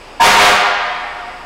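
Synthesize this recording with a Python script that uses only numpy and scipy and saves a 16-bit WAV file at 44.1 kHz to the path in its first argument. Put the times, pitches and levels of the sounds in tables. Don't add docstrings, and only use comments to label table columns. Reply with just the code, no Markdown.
import sys
import numpy as np
from scipy import signal
from scipy.fft import rfft, irfft
from scipy.io import wavfile

SR = 44100
rng = np.random.default_rng(int(sys.argv[2]) if len(sys.argv) > 2 else 0)


def dump(signal):
    limited = np.clip(np.atleast_2d(signal).T, -1, 1)
    pcm = np.round(limited * 32767).astype(np.int16)
    wavfile.write(sys.argv[1], SR, pcm)


N = 63945

# time_s, level_db
PRESSURE = [(0.194, -68), (0.201, -16.5), (0.224, -4), (0.261, 3), (0.302, -1.5), (0.363, -4), (0.424, 0.5),
            (0.489, -2), (.555, -9), (.62, -21.5)]
# pitch_hz, level_db, uneven_beat_db, jitter_share
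HORNS = [(202.43, -10, -2, 0.00436), (207.48, -12, 4.5, 0.0069)]
# frequency_hz, level_db
BELL_COLOR = [(100, -42), (205, -12), (305, -38), (410, -6.5), (510, -7), (610, -5), (725, 1.5),
              (820, -5.5), (930, -9), (1100, -4), (1220, -3), (1420, -2.5), (1530, -4), (1800, -3),
              (2000, -5), (2200, -0.5), (2600, -7), (3200, -7.5), (5000, -17.5), (8000, -27.5),
              (15000, -39)]
# frequency_hz, level_db
AIR_COLOR = [(100, -44), (350, -67), (700, 2.5), (1200, 0.5), (2200, -3), (4000, -7), (7000, -14.5),
             (15000, -31)]
JITTER_HZ, FLUTTER_HZ, FLUTTER_CYCLES = 65.3, 506, 0.01
SHARP_SHARE, SETTLE_S, SAG_SHARE = .025, 0.06005, .01
AIR_DB, AIR_PULSE_SHARE = -13, 0.94

def horns(t):
    times, pressure_db = np.array(PRESSURE).T
    pressure = undb(np.interp(t, times, pressure_db)) * (t > times[0]) * (t < times[-1])
    sharp = SHARP_SHARE * np.exp(-np.maximum(t - times[0], 0) / SETTLE_S)
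    sag = SAG_SHARE * (1 - pressure)
    out = 0
    for pitch_hz, level_db, uneven_beat_db, jitter_share in HORNS:
        pitch = pitch_hz * (1 + sharp - sag + jitter_share * walk(JITTER_HZ))
        cycles = np.cumsum(pitch) / SR + FLUTTER_CYCLES * walk(FLUTTER_HZ)
        steps = np.arange(2, 101)
        tones_hz = steps * pitch_hz / 2
        octaves_up = np.maximum(np.log2(tones_hz / 1080), 0)
        halfway_db = uneven_beat_db - 10.5 * octaves_up
        gains = undb(read(BELL_COLOR, tones_hz) + halfway_db * (steps % 2))
        phases = rng.random(len(steps))
        tone = sum(gain * np.sin(2 * np.pi * (step * cycles / 2 + phase))
                   for step, gain, phase in zip(steps, gains, phases))
        air = noise(AIR_COLOR) * (1 + AIR_PULSE_SHARE * np.cos(2 * np.pi * cycles))
        out = out + undb(level_db) * unit(tone) + undb(AIR_DB) * air / 2
    return pressure * out


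# start_s, level_db, fade_multiplier
SQUEALS = [(0.195, 2, 1.4), (0.362, 4, .5)]
# pitch_hz, note_db, base_fade_s
BELL_NOTES = [(735, -10.5, 0.02), (930.4, -4.5, 0.042), (999.5, -5.5, 0.021), (1668, -8, 0.014)]

def bell_squeals(t, rise_s=0.016, waver_share=0.00995):
    out = 0
    for start_s, level_db, fade_multiplier in SQUEALS:
        age = np.maximum(t - start_s, 0)
        rise = 1 - np.exp(-(age / rise_s) ** 2)
        for pitch_hz, note_db, base_fade_s in BELL_NOTES:
            pitch = pitch_hz * (1 + waver_share * walk(JITTER_HZ))
            cycles = np.cumsum(pitch) / SR
            fade = np.exp(-age / (fade_multiplier * base_fade_s))
            out = out + 2 * undb(level_db + note_db) * rise * fade * np.sin(2 * np.pi * cycles)
    return out


# frequency_hz, level_db
SPIT_COLOR = [(200, -16), (1000, -1), (3000, 6), (6000, 5), (10000, -3), (15000, -12)]

def valve_spit(t, start_s=.2, rise_s=0.053, fade_s=0.068, gain_db=-10.5):
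    age = np.maximum(t - start_s, 0)
    return undb(gain_db) * noise(SPIT_COLOR) * (1 - np.exp(-age / rise_s)) * np.exp(-age / fade_s)


# frequency_hz, ring_s
BAY_RING = [(100, 0.4), (205, 0.97), (400, 1.1), (600, 1.58), (725, 2.33), (850, 2.17), (1400, 2.21),
            (2500, 1.81), (4500, 1.43), (8000, 0.66), (15000, 0.31)]

def bay_echo(sound, t, delay_s=0.029, build_s=0.012):
    frequencies = np.fft.rfftfreq(N, 1 / SR)
    white = rfft(rng.standard_normal(N))
    age = np.maximum(t - delay_s, 0)
    centers_hz = [hz for hz, _ in BAY_RING]
    ring = 0
    for (_, ring_s), this_band in zip(BAY_RING, np.eye(len(centers_hz))):
        band = irfft(white * read(list(zip(centers_hz, this_band)), frequencies), N)
        ring = ring + band * np.exp(-np.log(1000) * age / ring_s)
    ring = ring * (1 - np.exp(-age / build_s))
    ring = ring / np.sqrt(np.sum(ring ** 2))
    return signal.fftconvolve(sound, ring)[:N] / 2


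# frequency_hz, level_db
MACHINE_COLOR = [(20, -8), (60, -4), (160, -5.5), (330, -1.5), (900, 1), (1400, -5.5), (2000, -8.5),
                 (2600, -4.5), (3300, -12.5), (4200, -17), (4950, -10.5), (6200, -25), (6750, -20),
                 (7200, -29), (7750, -18), (8600, -27.5), (10000, -27.5), (11500, -35.5), (15500, -41)]
# pitch_hz, level_db
MOTOR_HUM = [(30, -46), (60, -56.5)]

def machines(t, hiss_db=-36.5):
    hiss = undb(hiss_db) * noise(MACHINE_COLOR)
    hum = sum(undb(db) * unit(np.sin(2 * np.pi * (hz * t + rng.random()))) for hz, db in MOTOR_HUM)
    return hiss + hum


def undb(db):
    return 10 ** (np.asarray(db) / 20)


def unit(x):
    return x / np.sqrt(np.mean(x ** 2))


def read(points, hz):
    frequencies, values = np.array(points, float).T
    return np.interp(np.log(np.maximum(hz, 1)), np.log(frequencies), values)


def noise(color):
    gains = undb(read(color, np.fft.rfftfreq(N, 1 / SR)))
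    return unit(irfft(rfft(rng.standard_normal(N)) * gains, N))


def walk(rate_hz):
    hz = np.fft.rfftfreq(N, 1 / SR)
    return unit(irfft(rfft(rng.standard_normal(N)) * (hz > 0) / (1 + (hz / rate_hz) ** 2), N))


def scene(direct_db=1.5, squeal_to_echo_db=-6):
    t = np.arange(N) / SR
    blast = horns(t) + valve_spit(t)
    squeals = bell_squeals(t)
    echo = bay_echo(blast + undb(squeal_to_echo_db) * squeals, t)
    return (undb(direct_db) * (blast + squeals) + echo + machines(t))[None]


def record(dry, ceiling=0.56, hardness=33, top_hz=15800):
    flattened = dry / (1 + np.abs(dry / ceiling) ** hardness) ** (1 / hardness)
    treble_cut = signal.ellip(10, .1, 80, top_hz, fs=SR, output="sos")
    return signal.sosfilt(treble_cut, flattened)


dry = scene()
out = record(dry)
dump(out)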